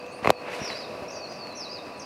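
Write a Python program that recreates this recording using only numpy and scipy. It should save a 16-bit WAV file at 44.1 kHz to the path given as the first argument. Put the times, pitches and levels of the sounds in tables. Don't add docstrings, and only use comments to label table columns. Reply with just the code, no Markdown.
import sys
import numpy as np
from scipy import signal
from scipy.fft import rfft, irfft, next_fast_len
from scipy.io import wavfile
from scipy.ndimage import map_coordinates

SR = 44100
rng = np.random.default_rng(int(sys.argv[2]) if len(sys.argv) > 2 else 0)


def inscribe(sig):
    pcm = np.round(np.clip(np.atleast_2d(sig).T, -1, 1) * 32767)
    wavfile.write(sys.argv[1], SR, pcm.astype(np.int16))


N = 90404

# offset_s, pitch_hz, relative_db
SONG_SHAPE = [(0, 5813, -7), (.036, 5700, 0), (.064, 5270, 1), (.084, 4710, 3), (0.097, 4200, -2),
              (.11, 3970, -1.5), (.126, 3960, 2), (.137, 4010, -11), (0.147, 4600, -2), (.175, 4930, -0.5),
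              (.197, 5000, 0.5), (0.212, 4580, -2.5), (.234, 3930, -7.5), (0.255, 3620, -6)]
# start_s, level_db
SONG_REPEATS = [(0.6, -41.5), (1.548, -42)]
# time_s, pitch_hz, level_db
SLIDING_WHISTLES = [
    [(0, 4750, -46.5), (.025, 4500, -69), (.05, 4300, -69)],
    [(.105, 4400, -58), (.13, 4450, -53), (.165, 4800, -59), (.2, 4850, -77)],
    [(.315, 4600, -62), (.365, 4400, -53), (.398, 4270, -53), (.42, 4180, -73)],
    [(1.08, 5400, -43.5), (1.092, 5800, -51), (1.098, 5300, -56), (1.106, 5550, -43), (1.119, 6450, -56),
     (1.136, 6400, -54), (1.162, 5650, -45.5), (1.185, 5200, -52)],
    [(1.115, 4900, -54), (1.18, 4650, -47), (1.198, 4640, -44.5), (1.222, 4470, -51), (1.252, 4340, -40),
     (1.261, 4100, -47)],
    [(1.27, 4650, -63), (1.3, 4940, -43.5), (1.33, 4750, -47.5), (1.365, 4600, -61)],
    [(1.295, 5500, -55), (1.315, 6200, -56.5), (1.35, 5500, -55), (1.378, 4950, -55), (1.405, 4550, -44.5),
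     (1.443, 4400, -42), (1.5, 4200, -59), (1.524, 4060, -44.5), (1.536, 3980, -50)],
    [(1.87, 4770, -65), (1.92, 4490, -59), (1.965, 4160, -54)],
    [(1.992, 6350, -61), (2.001, 6000, -37.5), (2.008, 5300, -52), (2.013, 6000, -50), (2.019, 5000, -48),
     (2.05, 4700, -53)],
]
# start_s, length_s, pitch_hz, level_db
HIGH_LISPS = [(0.054, 0.077, 6470, -64), (0.118, 0.074, 8870, -62.5), (1.551, .06, 10300, -67),
              (1.704, 0.042, 6300, -62), (1.973, .04, 8700, -62.5)]
# start_s, level_db, centre_hz, ring_length_factor, crack_relative_db
CASE_KNOCKS = [(.064, -30.5, 800, 0.84, -10), (0.2462, -18, 1170, 2.3, -18), (0.2568, -3, 604, 0.51, -33),
               (0.2637, -18.5, 700, 0.55, -24), (.273, -7, 1100, 1.31, -18), (0.2938, -2.5, 447, 0.6, -23),
               (.303, 1, 710, 0.78, -11), (.702, -26.5, 1990, 1.76, -31), (1.322, -37, 705, 2.5, -9),
               (1.471, -32.5, 2040, 0.72, -6), (1.526, -32, 696, 1.1, -12)]
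# pitch_hz, relative_db, fade_s (time to fall by 60 dB)
CASE_TONES = [(363, -5.5, 0.019), (500, -0.5, 0.013), (717, -2.5, .011), (1110, -5.5, .012),
              (2070, -1, 0.0071), (2610, -4, 0.0072), (4170, -8, 0.0077)]
# frequency_hz, relative_db
CRACK_COLOUR = [(100, -4), (1000, -1), (2600, -1.5), (3500, -1), (6000, -8.5), (10000, -14.5),
                (16000, -23.5)]
# frequency_hz, relative_db
RUB_COLOUR = [(30, -35), (100, -16), (300, 8), (500, 10.5), (900, 8.5), (1400, 4), (2000, 5), (2650, 5),
              (3200, -5.5), (5000, -10.5), (7300, -22), (8500, -23), (9200, -24.5), (10000, -22),
              (11000, -28.5), (12300, -29.5), (16000, -41)]
# time_s, level_db
RUB_LOUDNESS = [(.2, -70), (.235, -36), (.28, -35), (.3, -30.5), (.315, -81), (.42, -50), (.485, -35),
                (.56, -38.5), (.65, -38.5), (.73, -39.5), (.83, -47), (.92, -74)]
# time_s, gain_db
RUB_TREBLE_GAIN = [(.3, 1.5), (.48, -3.5), (.55, 11.5), (.63, 7), (.77, 8), (.9, 5)]
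# start_s, level_db
HAND_BUMPS = [(.226, -36), (.256, -33), (0.275, -21.5), (0.296, -24.5), (0.601, -55), (0.615, -30.5),
              (0.704, -39), (1.021, -34)]
# pitch_hz, relative_db, fade_s
GRIP_TONES = [(92, -6.5, 0.061), (140, 3, 0.05), (213, 12, 0.028)]
# frequency_hz, relative_db
RUMBLE_COLOUR = [(18, -54), (35, -26), (60, -16), (95, -9), (230, -2), (430, -2), (590, 2), (800, -2.5),
                 (900, -7), (1160, -5), (1350, -12), (2200, -15), (2850, -16), (3100, -24), (3600, -24.5),
                 (4300, -18.5), (5000, -21.5), (7000, -32.5), (10000, -34.5), (16000, -45)]
# time_s, level_db
RUMBLE_LOUDNESS = [(0, -41.5), (.4, -41.5), (.7, -42), (1, -38.5), (1.25, -41), (1.45, -41.5), (1.7, -40.5),
                   (2.05, -41.5)]
# time_s, level_db
SWELL_LOUDNESS = [(.3, -56), (.85, -47), (1.22, -43), (1.35, -60), (2.05, -54)]
# pitch_hz, start_level_db, drift_db_per_s
HUM_TONES = [(494.3, -44.5, -6.5), (600.6, -54.5, -1.5), (985, -56, 1.5), (1166, -57.5, -1)]


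def birds():
    quaver = 0.00703
    song = sum(wood_echo(whistle(np.array(SONG_SHAPE) + [start_s, 0, db], quaver))
               for start_s, db in SONG_REPEATS)
    slides = sum(whistle(rows, quaver) for rows in SLIDING_WHISTLES)
    lisps = sum(whistle([(start_s, hz, db), (start_s + length_s, hz, db)], quaver=0.05)
                for start_s, length_s, hz, db in HIGH_LISPS)
    return song + wood_echo(slides + lisps)


def whistle(rows, quaver):
    clean_hz, raspy_hz, trill_per_s = 4320, 5420, 105
    edge_s, flutter_db = 0.003, 2
    times_s, pitches_hz, levels_db = np.transpose(rows)
    here = np.arange(max(0, round(times_s[0] * SR)), min(N, round(times_s[-1] * SR)))
    t, size, out = here / SR, len(here), np.zeros(N)
    glide_hz = np.interp(t, times_s, pitches_hz)
    buzz = np.clip((glide_hz - clean_hz) / (raspy_hz - clean_hz), 0, 1)
    trill = 0.033 * np.sin(2 * np.pi * trill_per_s * t + 2 * wobble(50, size))
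    rasp = 0.03 * wobble(560, size)
    pitch_hz = glide_hz * (1 + quaver * wobble(200, size) + buzz * (trill + rasp))
    fade = np.clip(np.minimum(t - times_s[0], times_s[-1] - t) / edge_s, 0, 1)
    loudness = amp(np.interp(t, times_s, levels_db) + flutter_db * wobble(200, size))
    out[here] = np.sqrt(2) * fade * loudness * np.sin(2 * np.pi * np.cumsum(pitch_hz) / SR)
    return out


def wood_echo(sound):
    fade_s, build_s, trunk_spread_s = 1, 0.0086, 0.03
    direct_db, trunk_db, tail_db = -0.5, -3.5, -7
    t = np.arange(SR) / SR
    tail = rng.standard_normal(SR) * amp(-60 * t / fade_s) * (1 - np.exp(-t / build_s))
    delays = (rng.random(size=12) * trunk_spread_s * SR).astype(int)
    trunks = np.bincount(delays, rng.standard_normal(size=12), SR)
    echo = amp(tail_db) * tail / np.linalg.norm(tail) + amp(trunk_db) * trunks / np.linalg.norm(trunks)
    return amp(direct_db) * sound + signal.fftconvolve(sound, echo)[:N]


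def knocks():
    attack_s, crack_fade_s, falloff_db_per_octave = 0.00031, 0.015, 7.5
    out, hiss, t = np.zeros(N), noise(CRACK_COLOUR), np.arange(SR // 8) / SR
    attack = 1 - np.exp(-t / attack_s)
    for start_s, level_db, centre_hz, ring_length, crack_db in CASE_KNOCKS:
        here = slice(round(start_s * SR), round(start_s * SR) + len(t))
        ring = np.zeros(len(t))
        for k, (hz, db, fade_s) in enumerate(CASE_TONES):
            tone_db = db - falloff_db_per_octave * abs(np.log2(hz / centre_hz))
            ring += (-1) ** k * fading_tone(t, hz, tone_db, fade_s * ring_length)
        crack = amp(crack_db - 60 * t / (crack_fade_s * ring_length)) * hiss[here]
        out[here] += amp(level_db) * attack * (2 * ring + crack)
    return out


def rub():
    treble_from_hz, grain_db = 3950, 1.4
    hiss = noise(RUB_COLOUR) * amp(curve(RUB_LOUDNESS) + grain_db * wobble(150.4))
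    treble = filtered(hiss, lambda hz: hz ** 4 / (hz ** 4 + treble_from_hz ** 4))
    return hiss + (amp(curve(RUB_TREBLE_GAIN)) - 1) * treble


def bumps():
    t, pushes = np.arange(SR // 5) / SR, np.zeros(N)
    attack = 1 - np.exp(-t / 0.0025)
    thud = attack * sum(fading_tone(t, hz, db, fade_s) for hz, db, fade_s in GRIP_TONES)
    for start_s, db in HAND_BUMPS:
        pushes[round(start_s * SR)] = amp(db)
    return signal.fftconvolve(pushes, thud)[:N]


def far_rumble():
    rumble = noise(RUMBLE_COLOUR) * amp(curve(RUMBLE_LOUDNESS) + 0.99 * wobble(25.15))
    swell = amp(curve(SWELL_LOUDNESS)) * noise_band(centre_hz=626, width_hz=50)
    return rumble + swell


def machinery_hum():
    t, hum = np.arange(N) / SR, np.zeros(N)
    for hz, db, drift_db_per_s in HUM_TONES:
        loudness = amp(db + drift_db_per_s * t + 1.3 * wobble(5))
        hum += np.sqrt(2) * loudness * np.sin(2 * np.pi * hz * t + 0.78 * wobble(12))
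    return hum


def insects():
    return amp(-51.5) * noise_band(centre_hz=2571, width_hz=112)


def amp(db):
    return 10 ** (np.asarray(db) / 20)


def unit(sound):
    return sound / np.sqrt(np.mean(sound ** 2) + 1e-20)


def fading_tone(t, hz, db, fade_s):
    return amp(db - 60 * t / fade_s) * np.sin(2 * np.pi * hz * t)


def curve(rows):
    return np.interp(np.arange(N) / SR, *np.transpose(rows))


def wobble(points_per_s, size=N):
    return map_coordinates(rng.standard_normal(2048), [np.arange(size) * points_per_s / SR], mode="wrap")


def filtered(sound, gain_at):
    size = next_fast_len(N + SR // 2)
    return irfft(rfft(sound, size) * gain_at(np.fft.rfftfreq(size, 1 / SR)), size)[:N]


def noise(colour):
    points_hz, db = np.transpose(colour)
    white = rng.standard_normal(N)
    return unit(filtered(white, lambda hz: amp(np.interp(np.log(hz + 1), np.log(points_hz), db))))


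def noise_band(centre_hz, width_hz):
    white = rng.standard_normal(N)
    return unit(filtered(white, lambda hz: np.exp(-0.5 * ((hz - centre_hz) / width_hz) ** 2)))


def low_cut(sound, hz, order):
    return signal.sosfilt(signal.butter(order, hz, "high", fs=SR, output="sos"), sound)


def scene():
    handling = low_cut(knocks(), hz=230, order=2) + low_cut(bumps(), hz=64, order=4) + rub()
    return (birds() + handling + far_rumble() + machinery_hum() + insects())[None]


def record(dry):
    top_hz = 15900
    return filtered(np.clip(dry[0], -1, 1), lambda hz: hz < top_hz)[None]


dry = scene()
out = record(dry)
inscribe(out)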